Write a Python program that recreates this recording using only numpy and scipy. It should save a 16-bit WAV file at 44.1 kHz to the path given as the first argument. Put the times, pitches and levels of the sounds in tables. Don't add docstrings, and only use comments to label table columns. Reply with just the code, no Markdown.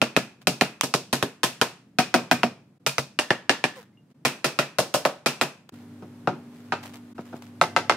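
import sys
import numpy as np
from scipy import signal
from scipy.fft import rfft, irfft
from scipy.io import wavfile

SR = 44100
rng = np.random.default_rng(int(sys.argv[2]) if len(sys.argv) > 2 else 0)


def transcribe(signal):
    frames = np.atleast_2d(signal).T
    limited = np.clip(frames, -1, 1)
    pcm = np.round(limited * 32767).astype(np.int16)
    wavfile.write(sys.argv[1], SR, pcm)


N = 351036
LENGTH = 19200
AGE, TIME = np.arange(LENGTH) / SR, np.arange(N) / SR

# frequency in Hz, spectral level in dB.
SHOP_COLOUR = [(30, -36), (70, -20), (115, -2), (220, 0), (400, -15), (800, -25), (2000, -34), (4000, -41),
               (11000, -47), (15000, -52)]
# frequency in Hz, spectral level in dB.
MACHINE_COLOUR = [(30, -42), (78, -32), (100, -8), (150, -3), (200, -8), (300, -11), (420, -13), (700, -18),
                  (1500, -23.5), (3000, -31), (6000, -37), (12000, -40), (15500, -46)]
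# pitch in Hz, level in dB, slow waver as a share of the level.
HUM_TONES = [(103.5, -54, .5), (129.2, -62, .5), (240.5, -47.5, .06), (290, -55, .15), (375, -67, .4),
             (412, -67, .4)]
DIP_TIMES = [2.79, 4.136, 5.709, 7.141]
# frequency in Hz, side over mid in dB.
NEAR_WIDTH = [(120, -18.5), (350, -15), (700, -11), (1300, -7), (2500, -4.5), (4400, 0), (9000, 0)]
# frequency in Hz, side over mid in dB.
ROOM_WIDTH = [(120, -25), (350, -12.5), (700, -9), (1300, -5), (2500, -2.5), (4400, 0.5), (9000, -1)]
# frequency in Hz, time to fall 60 dB (t60) in seconds.
ROOM_T60 = [(120, .6), (400, 0.41), (1500, 0.42), (4000, 0.37), (8000, 0.36), (14000, 0.25)]

# start in seconds, length in seconds, level in dB.
BRUSHES = [(0.413, 0.015, -46.5), (3.753, 0.071, -49.5), (4.099, 0.025, -63), (5.69, 0.0047, -34),
           (5.736, 0.1, -57), (6.513, 0.44, -62.5), (6.556, 0.008, -52), (6.827, 0.025, -39),
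           (6.847, 0.064, -45.5), (6.933, 0.042, -45), (7.201, 0.015, -48), (7.249, 0.096, -56),
           (7.349, 0.029, -50), (7.418, 0.059, -51.5)]
# frequency in Hz, spectral level in dB.
BRUSH_COLOUR = [(200, -4), (800, 6.5), (3000, -2.5), (6000, -9), (11000, -14), (15500, -16)]
# start in seconds, pitch in Hz, level in dB, t60 in seconds.
CLINKS = [(3.93, 2120, -71, 0.24), (3.973, 2820, -57.5, 0.14)]
# pitch in Hz, level in dB, t60 in seconds.
JINGLE_MODES = [(2616, -35, .2), (3020, -43, .17), (3601, -50, .22), (4237, -43, .17), (4727, -48, .22)]
# frequency in Hz, spectral level in dB.
SNAP_COLOUR = [(150, -26), (450, -8), (1100, 2), (1550, -10), (3000, 5), (4500, -9), (6300, -3),
               (9000, -12), (14000, -18)]

# start in seconds, force in dB, hardness in dB per octave, play in the joint
# from 0 to 1, crack over rattle in dB, crack pitch in Hz, knock pitch in Hz, delay until the wood lands
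# on the bench in seconds, landing level in dB.
BLOWS = [(0.0159, -1.5, -0.6, 0.04, 10.5, 2600, 223, .0095, 4),
         (0.1644, 0, -0.67, 0.12, 12.5, 2480, 227, .0096, 6),
         (0.471, -1, 0.03, 0.39, 12.5, 2500, 720, .0095, 0.5),
         (0.6108, 0.5, -0.5, 0.09, 12.5, 4200, 750, .0096, 6),
         (0.8333, -10.5, 0.2, 0.8, -10, 2330, 250, .002, 0),
         (0.9393, -4.5, 1, 0.23, 13.5, 1340, 530, .0102, 2),
         (1.1278, -5.5, 0.2, 0.72, 0.5, 3970, 780, .006, 1),
         (1.226, -6.5, 0.1, 0.24, 15, 3740, 417, .0087, -2),
         (1.4321, -4.5, 1.64, 0.4, -4, 3420, 217, .0084, -0.5),
         (1.6139, -3, 1.45, 0, 13.5, 1520, 1030, .0071, 5), (1.9859, 2, -1.83, 0.5, 5, 1460, 750, .0067, 1),
         (2.141, 2.5, -1.9, 0.37, 10, 1555, 224, .006, 0),
         (2.3127, 2.5, -1.56, 0.31, 12, 1520, 227, .006, -1.5),
         (2.4324, 0, -2.5, 0, 14.5, 2650, 233, .0069, 5.5),
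         (2.8639, -5.5, 1.5, 0.29, 5, 2520, 639, .0047, 2.5),
         (2.982, -6.5, 0.6, 0.03, 14.5, 1940, 246, .0063, 2.5),
         (3.1891, -1, -1.3, 0.38, 11.5, 2710, 250, .0088, 0),
         (3.3052, 2, -3, 0, 13.5, 1840, 606, .0079, 4.5), (3.4943, 3.5, -2, .3, 12.5, 2490, 850, .0078, -2),
         (3.64, 0.5, -2.5, 0.23, 12.5, 2540, 783, .0141, -1),
         (4.25, 1.5, -2.2, 0.72, -5.5, 2404, 243, .0058, -1),
         (4.4434, 0, -2.16, 0.72, -5, 1360, 612, .0079, -8),
         (4.5887, 1, -2.5, 0.47, 7.5, 1330, 610, .0076, -4),
         (4.7851, -4, 0.07, 0.61, 3, 1450, 614, .0055, 1.5),
         (4.94, -5, 0.27, 0.67, -1.5, 2750, 586, .006, -5),
         (5.0513, -4.5, -0.1, .1, 11, 1110, 610, .004, 2.5),
         (5.2599, 1.5, -2.2, 0.74, 1, 2500, 236, .0076, -3),
         (5.4124, 1, -2, 0.48, 10, 1426, 252, .0058, -1), (6.023, -23, -9.5, 1, 6, 1136, 332, .012, 2),
         (6.2731, 0.5, -7.5, 0.2, 9, 1350, 770, .004, 3), (6.7216, -3, -5, 0.02, 7.5, 1280, 860, .0141, -2),
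         (7.18, -16.5, -9, .5, -6, 400, 262, .012, 7), (7.328, -19, -9.5, .5, -6, 400, 270, .014, 7),
         (7.6131, 5.5, -3, .09, 13.5, 1290, 695, .024, -1),
         (7.7635, 2.5, -3, 0.02, 9.5, 1350, 710, .0245, -5),
         (7.896, 3.5, -3, 0.02, 12, 1450, 810, .025, -1.5)]
# start in seconds, spot number. Spots 0 to 8 are right end, middle,
# left end, centre post, right panel, rib, top rail, frame lying flat and loose rail.
SPOTS = [(0, 0), (.7, 1), (1.8, 2), (2.7, 3), (3.1, 4), (4.1, 5), (4.7, 6), (5.15, 5), (5.7, 7), (7.5, 8)]
FLAT_SPOT, RAIL_SPOT = 7, 8
# boom in dB, knock in dB.
SPOT_BODY_DB = [(8.5, 1.5), (11.5, 4.5), (3.5, 0.9), (8.5, 2), (-4, -3.5), (-4.5, -3), (5.5, 8.5),
                (-13.5, -4), (-12.5, -2.5)]
# pitch in Hz, lift of the room's tail in dB.
SPOT_RING = [(2500, 8), (2650, 5), (2450, 7), (2505, 7), (1800, 7), (2520, 8), (610, 3), (840, 5),
             (2020, 6)]
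SPOT_TOP_HZ = [14000, 13500, 15000, 15000, 11500, 14000, 14000, 9000, 12000]
# pitch in Hz, then a level in dB for each of spots 0 to 7.
FRAME_MODES = [(136, -14.5, -11.5, -13, 4.5, -18.5, -8.5, -12, -10.5),
               (148, -22, -32, -31.5, -10, -28, -11.5, -15, -10.5),
               (185, -13, -15, -22.5, -8, -43, -42, -11, -14),
               (242, -9, -10, -3.5, -3.5, -8, -10.5, -14, -12),
               (281.8, -10, -9.5, -20, -28, -6, -13.5, -12.5, -21),
               (357.2, -31, -9.5, -14, -38.5, -14.5, -9.5, -18.5, -11.5),
               (405.3, -18, -11, -33, -18, -14.5, -14, -59, -28),
               (465, -10, -12.5, -45, -10, -15, -19.5, -12, -20),
               (552, -35.5, -15.5, -27, -27, -18.5, -19, -12.5, -25),
               (603, -11, -12, -19, -15.5, -9, -11.5, -13, -20),
               (662.7, -12.5, -14.5, -5.5, -17.5, -22, -17, -21, -11),
               (730, -11.5, -20.5, -3, -25.5, -22, -24, -13, -10),
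               (773, -17, -12.5, -37, -37, -10.5, -18, -29, -14),
               (835, -23, -18, -30.5, -14, -18, -21, -41, -12),
               (944, -39, -9.5, -9.5, -9.5, -19.5, -21.5, -20, -8.5),
               (1040, -39.5, -9.5, -27, -24.5, -50, -16, -13.5, -44.5),
               (1264, -14, -11, -11, -12.5, -55, -12, -9, -3),
               (1383, -11, -21, -32.5, -7.5, -30.5, -12, -13, -4),
               (1478, -23.5, -17, -34.5, -13.5, -25, -15, -12.5, -9),
               (1553, -25.5, -20.5, -11.5, -38, -47, -26, -35, -8),
               (1717, -13.5, -11, -42, -18.5, -7.5, -13.5, -13, -22),
               (1855, -28, -12.5, -13, -23, -10, -13, -19, -32),
               (2002, -20, -23, -27, -19, -18.5, -16.5, -15, -19),
               (2450, -15, -16.5, -11, -12.5, -30, -14.5, -34, -21.5),
               (2490, -27.5, -30.5, -12.5, -10, -25, -14.5, -29, -12),
               (2744, -15, -20, -18.5, -20.5, -34.5, -18, -16, -15),
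               (2800, -21, -21, -35, -19, -13.5, -61, -35, -73),
               (5370, -30.5, -31.5, -21, -34.5, -33, -26.5, -35, -27)]
# frequency in Hz, t60 in seconds.
MODE_T60 = [(130, .18), (200, .12), (420, .115), (580, .15), (750, .12), (1500, .14), (2600, .15)]
# pitch in Hz, level in dB, t60 in seconds.
RAIL_MODES = [(165.6, -8, 0.13), (364, -12.5, 0.15), (555, -12, 0.089), (719, -7.5, 0.035),
              (865, -5.5, 0.088), (948, -10, 0.11), (1144, -13, 0.067), (1310, -6.5, 0.044),
              (1566, -4, 0.056), (2060, -6, 0.095), (2710, -8.5, 0.054)]
# frequency in Hz, level against the mode in dB.
LINGER = [(700, -18), (1800, -14.5), (2600, -19)]
# frequency in Hz, spectral level in dB.
WOOD_COLOUR = [(30, -46.5), (65, -29.5), (95, -7.5), (130, 3.5), (250, 3.5), (450, 2), (750, 2),
               (1500, 0.5), (2600, -2.5), (3600, -7), (5500, -11.5), (7000, -17.5), (11000, -24.5),
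               (15500, -29.5)]
# frequency in Hz, gain in dB.
CRACK_COLOUR = [(150, -9), (500, -12), (1000, -6), (2000, -4), (4000, -8.5), (10000, -16)]
# frequency in Hz, t60 in seconds.
RATTLE_T60 = [(120, 0.26), (300, 0.32), (800, 0.2), (2000, 0.2), (5000, 0.2), (12000, 0.15)]
# frequency in Hz, spectral level in dB.
THUMP_COLOUR = [(50, -32), (85, -13), (130, 1), (230, 5.5), (600, 1), (1500, -10), (5000, -33),
                (14000, -62)]
# frequency in Hz, gain in dB.
LYING_DAMPING = [(60, -8), (115, -11), (175, 0)]
ZONE_EDGES_HZ = [80, 350, 1100, 3200, 8000, 16000]
SEATED_DB = [-37, -26, -23, -30.5, -41.5]
PLAY_DB = [2.5, -2.5, -5, 3.7, 12]
ZONE_CENTRES_HZ = np.sqrt(np.multiply(ZONE_EDGES_HZ[1:], ZONE_EDGES_HZ[:-1]))


def undb(db):
    return 10 ** (np.asarray(db) / 20)


def along(points, hz):
    point_hz, value = np.transpose(points)
    return np.interp(np.log(np.maximum(hz, 1)), np.log(point_hz), value)


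def freqs(x):
    return np.fft.rfftfreq(x.shape[-1], 1 / SR)


def causal(db):
    cepstrum = irfft(db * np.log(10) / 20)
    half = len(cepstrum) // 2
    cepstrum[1:half] *= 2
    cepstrum[half + 1:] = 0
    return np.exp(rfft(cepstrum))


def colour(x, points):
    return irfft(rfft(x) * causal(along(points, freqs(x))), x.shape[-1])


def resonance(x, hz, db, octaves=0.18):
    distance = np.log2(np.maximum(freqs(x), 1) / hz) / octaves
    return irfft(rfft(x) * causal(db * np.exp(-distance ** 2)))


def stereo(pair, width):
    side = colour(pair[1], width)
    return np.array([pair[0] + side, pair[0] - side])


def unit(x):
    return x / np.sqrt(np.sum(x ** 2, axis=-1, keepdims=True))


def fade(t60):
    return np.exp(-np.log(1000) * AGE / np.maximum(t60, 1e-4))


def add(out, start_s, x, fade_s=.1):
    i = max(int(start_s * SR), 0)
    x = x * np.clip((AGE[-1] - AGE) / fade_s, 0, 1) ** 2
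    out[:, i:i + x.shape[-1]] += x[..., :N - i]


def burst(length_s):
    return unit(rng.standard_normal((2, LENGTH)) * np.exp(-(AGE / length_s) ** 2))


def dying_noise(t60s):
    spectrum, out = rfft(rng.standard_normal((2, LENGTH))), 0
    band_hz, band_t60 = np.transpose(t60s)
    for t60, pick in zip(band_t60, np.eye(len(t60s))):
        band = along(np.column_stack([band_hz, pick]), freqs(AGE))
        out = out + irfft(spectrum * band) * fade(t60)
    return unit(out)


def air(points):
    pair = colour(rng.standard_normal((2, N)), points)
    return stereo(pair / pair[0].std(), ROOM_WIDTH)


def machine(start_s=5.722, rise_s=0.00098, rush_db=-54):
    knots, hum = np.linspace(0, TIME[-1], 40), 0
    for hz, db, waver in HUM_TONES:
        swell = np.interp(TIME, knots, waver * rng.standard_normal(len(knots)))
        drift = np.interp(TIME, knots, waver * rng.standard_normal(len(knots)))
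        hum = hum + np.sqrt(2) * undb(db) * (1 + swell) * np.sin(2 * np.pi * hz * TIME + 2 * drift)
    running = np.clip((TIME - start_s) / rise_s, 0, 1)
    return running * (hum + undb(rush_db) * air(MACHINE_COLOUR))


def workshop(air_db=-56.5, dip_s=0.0091):
    dips = np.prod([1 - np.exp(-((TIME - s) / dip_s) ** 4) for s in DIP_TIMES], axis=0)
    return dips * (undb(air_db) * air(SHOP_COLOUR) + machine())


def brushes(grain_db=6, grain_samples=48, rise_s=0.0028):
    out = np.zeros((2, N))
    for start_s, length_s, db in BRUSHES:
        noise = rng.standard_normal((2, LENGTH))
        grain = undb(grain_db * rng.standard_normal(LENGTH // grain_samples).repeat(grain_samples))
        rub = colour(noise * grain, BRUSH_COLOUR)
        swell = (1 - np.exp(-AGE / rise_s)) * np.exp(-(AGE / length_s) ** 2)
        add(out, start_s, stereo(rub / rub.std(), ROOM_WIDTH) * swell * undb(db))
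    return out


def clinks():
    out = np.zeros((2, N))
    for start_s, hz, db, t60 in CLINKS:
        add(out, start_s, undb(db) * np.sin(2 * np.pi * hz * AGE) * fade(t60))
    return out


def jingle(start_s=6.724):
    out = np.zeros((2, N))
    for hz, db, t60 in JINGLE_MODES:
        phases = rng.uniform(0, 2.8, (2, 1))
        add(out, start_s, undb(db) * np.sin(2 * np.pi * hz * AGE + phases) * fade(t60))
    return out


def squeak(start_s=3.762, start_hz=562, sag_hz_per_s=2320, db=-41.5, overtone_db=-8):
    corners = start_s + np.cumsum([0, 0.012, 0.016, 0.029])
    hz = start_hz - sag_hz_per_s * (np.clip(TIME, start_s, corners[-1]) - start_s)
    phase = 2 * np.pi * np.cumsum(hz) / SR
    tone = sum(undb(overtone_db * k) * np.sin((k + 1) * phase) for k in range(3))
    return tone * undb(db) * np.interp(TIME, corners, [0, 1, 1, 0])


def bend(x, lag_at_1khz_s=0.001002, slope=0.8, lowest_hz=110):
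    lag = lag_at_1khz_s * (1000 / np.maximum(freqs(x), lowest_hz)) ** slope
    return irfft(rfft(x) * np.exp(-2j * np.pi * np.cumsum(lag) * SR / LENGTH))


def snap(start_s=.8104, energy_db=8, tail_db=-11):
    grit = burst(length_s=.001)
    click = np.array([(AGE == 0) + grit[0] / 2, grit[1]])
    crack = stereo(unit(colour(click, SNAP_COLOUR)), NEAR_WIDTH)
    tail = stereo(unit(colour(dying_noise(RATTLE_T60), SNAP_COLOUR)), ROOM_WIDTH)
    out = np.zeros((2, N))
    add(out, start_s, undb(energy_db) * bend(crack + undb(tail_db) * tail))
    return out


def wood(x):
    mean_power = np.mean(undb(along(WOOD_COLOUR, freqs(AGE))) ** 2)
    return colour(x, WOOD_COLOUR) / np.sqrt(mean_power)


def paths(count=7, first_s=.0015, last_s=.011):
    echoes = np.zeros((2, LENGTH))
    lags_s = np.linspace(first_s, last_s, count) * rng.uniform(.8, 1.2, (2, count))
    gains = rng.choice([-1, 1], (2, count)) / np.sqrt(1 + np.arange(count))
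    np.put_along_axis(echoes, (lags_s * SR).astype(int), gains, axis=1)
    return unit(echoes), dying_noise(RATTLE_T60), dying_noise(ROOM_T60)


def thump():
    push = unit(colour(1. * (AGE == 0), THUMP_COLOUR))
    return np.array([-push, 0 * push])


def chatter(count=6, from_s=.004, to_s=.032, slap_s=.0008, slap_db=7):
    jitter, strength = rng.random((count, 2)).T
    starts = from_s * (to_s / from_s) ** ((np.arange(count) + jitter) / count)
    since = AGE - starts[:, None]
    slaps = (since > 0) * np.exp(-abs(since) / slap_s)
    return 1 + undb(slap_db) * strength @ slaps


def modes_at(spot):
    if spot == RAIL_SPOT:
        return np.array(RAIL_MODES)
    modes = np.array(FRAME_MODES)
    return np.column_stack([modes[:, 0], modes[:, 1 + spot], along(MODE_T60, modes[:, 0])])


def ring(modes, count=3, detune=0.0071, scatter_db=1.5, linger_t60=.33):
    mode_hz, db, t60 = modes[:, :1], modes[:, 1], modes[:, 2:]
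    gain = undb(db + scatter_db * rng.standard_normal(len(modes)))
    grip = 1 + .006 * rng.standard_normal((len(modes), 1))
    spread = np.linspace(-1, 1, count) + rng.uniform(-.5, .5, (len(modes), count))
    hz = mode_hz * grip * (1 + detune * spread)
    partners = np.sin(2 * np.pi * hz[..., None] * AGE).sum(axis=1)
    linger = undb(along(LINGER, mode_hz)) * fade(linger_t60)
    waves = unit(partners * (fade(t60) + linger))
    return (gain * rng.choice([-1, 1], (2, len(modes)))) @ waves


def contact(echoes, pulse_db=2, echo_db=-5.5):
    crack = burst(length_s=.0016)
    crack[0, 0] += undb(pulse_db)
    crack = crack + undb(echo_db) * irfft(rfft(crack) * rfft(echoes))
    return colour(unit(crack), CRACK_COLOUR)


def blow(spot, path, play, crack_db, crack_hz, knock_hz, landing_s, landing_db,
         bite_db=7.5, ring_db=4.5, fresh_db=-2, room_db=-9.5, room_build_s=0.0067):
    echoes, rattle, tail = path
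    rattle = unit((rattle + undb(fresh_db) * dying_noise(RATTLE_T60)) * chatter())
    tail = tail + undb(fresh_db) * dying_noise(ROOM_T60)
    tail = unit(tail * (1 - np.exp(-AGE / room_build_s)))
    crack = wood(resonance(contact(echoes), crack_hz, bite_db))
    rattle = wood(resonance(rattle, crack_hz, bite_db / 2))
    near = bend(undb(crack_db) * crack + rattle + undb(ring_db) * ring(modes_at(spot)))
    if spot == RAIL_SPOT:
        landing = near / undb(crack_db)
    else:
        landing = thump() + play * undb(1) * crack
    near = near + undb(landing_db) * np.roll(landing, int(landing_s * SR), axis=1)
    near = resonance(near, knock_hz, db=4, octaves=.22)
    near = signal.sosfilt(signal.butter(4, SPOT_TOP_HZ[spot], fs=SR, output="sos"), near)
    if spot >= FLAT_SPOT:
        near = colour(near, LYING_DAMPING)
    room = undb(room_db) * bend(wood(resonance(tail, *SPOT_RING[spot], octaves=.11)))
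    return stereo(near, NEAR_WIDTH) + stereo(room, ROOM_WIDTH)


def zone_levels(spot, force_db, hardness_db, play, pivot_hz=1000):
    tilt_db = hardness_db * np.log2(ZONE_CENTRES_HZ / pivot_hz)
    levels = np.array(SEATED_DB) + force_db + tilt_db + play * np.array(PLAY_DB)
    levels[:2] += SPOT_BODY_DB[spot]
    return levels


def balance(x, zones_db, span_s=0.073):
    spectrum, hz, db = rfft(x), freqs(x), 0
    for _ in range(3):
        energy = (abs(spectrum.mean(0)) * undb(db)) ** 2 * 2 / LENGTH
        power = np.histogram(hz, ZONE_EDGES_HZ, weights=energy)[0] / (span_s * SR)
        shortfall_db = zones_db - 10 * np.log10(power)
        db = db + along(np.column_stack([ZONE_CENTRES_HZ, shortfall_db]), hz)
    return irfft(spectrum * causal(db))


def mallet():
    out = np.zeros((2, N))
    path_of = {spot: paths() for _, spot in SPOTS}
    for start_s, force_db, hardness_db, play, *character in BLOWS:
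        spot = [spot for from_s, spot in SPOTS if from_s <= start_s][-1]
        sound = blow(spot, path_of[spot], play, *character)
        add(out, start_s, balance(sound, zone_levels(spot, force_db, hardness_db, play)))
    return out


def scene():
    return mallet() + snap() + jingle() + squeak() + brushes() + clinks() + workshop()


def record(dry, ceiling=0.96, low_cut_hz=80, top_hz=15600):
    sound = ceiling * np.tanh(dry / ceiling)
    sound = signal.sosfilt(signal.butter(3, low_cut_hz, "high", fs=SR, output="sos"), sound)
    return signal.sosfilt(signal.ellip(8, .2, 70, top_hz, fs=SR, output="sos"), sound)


dry = scene()
out = record(dry)
transcribe(out)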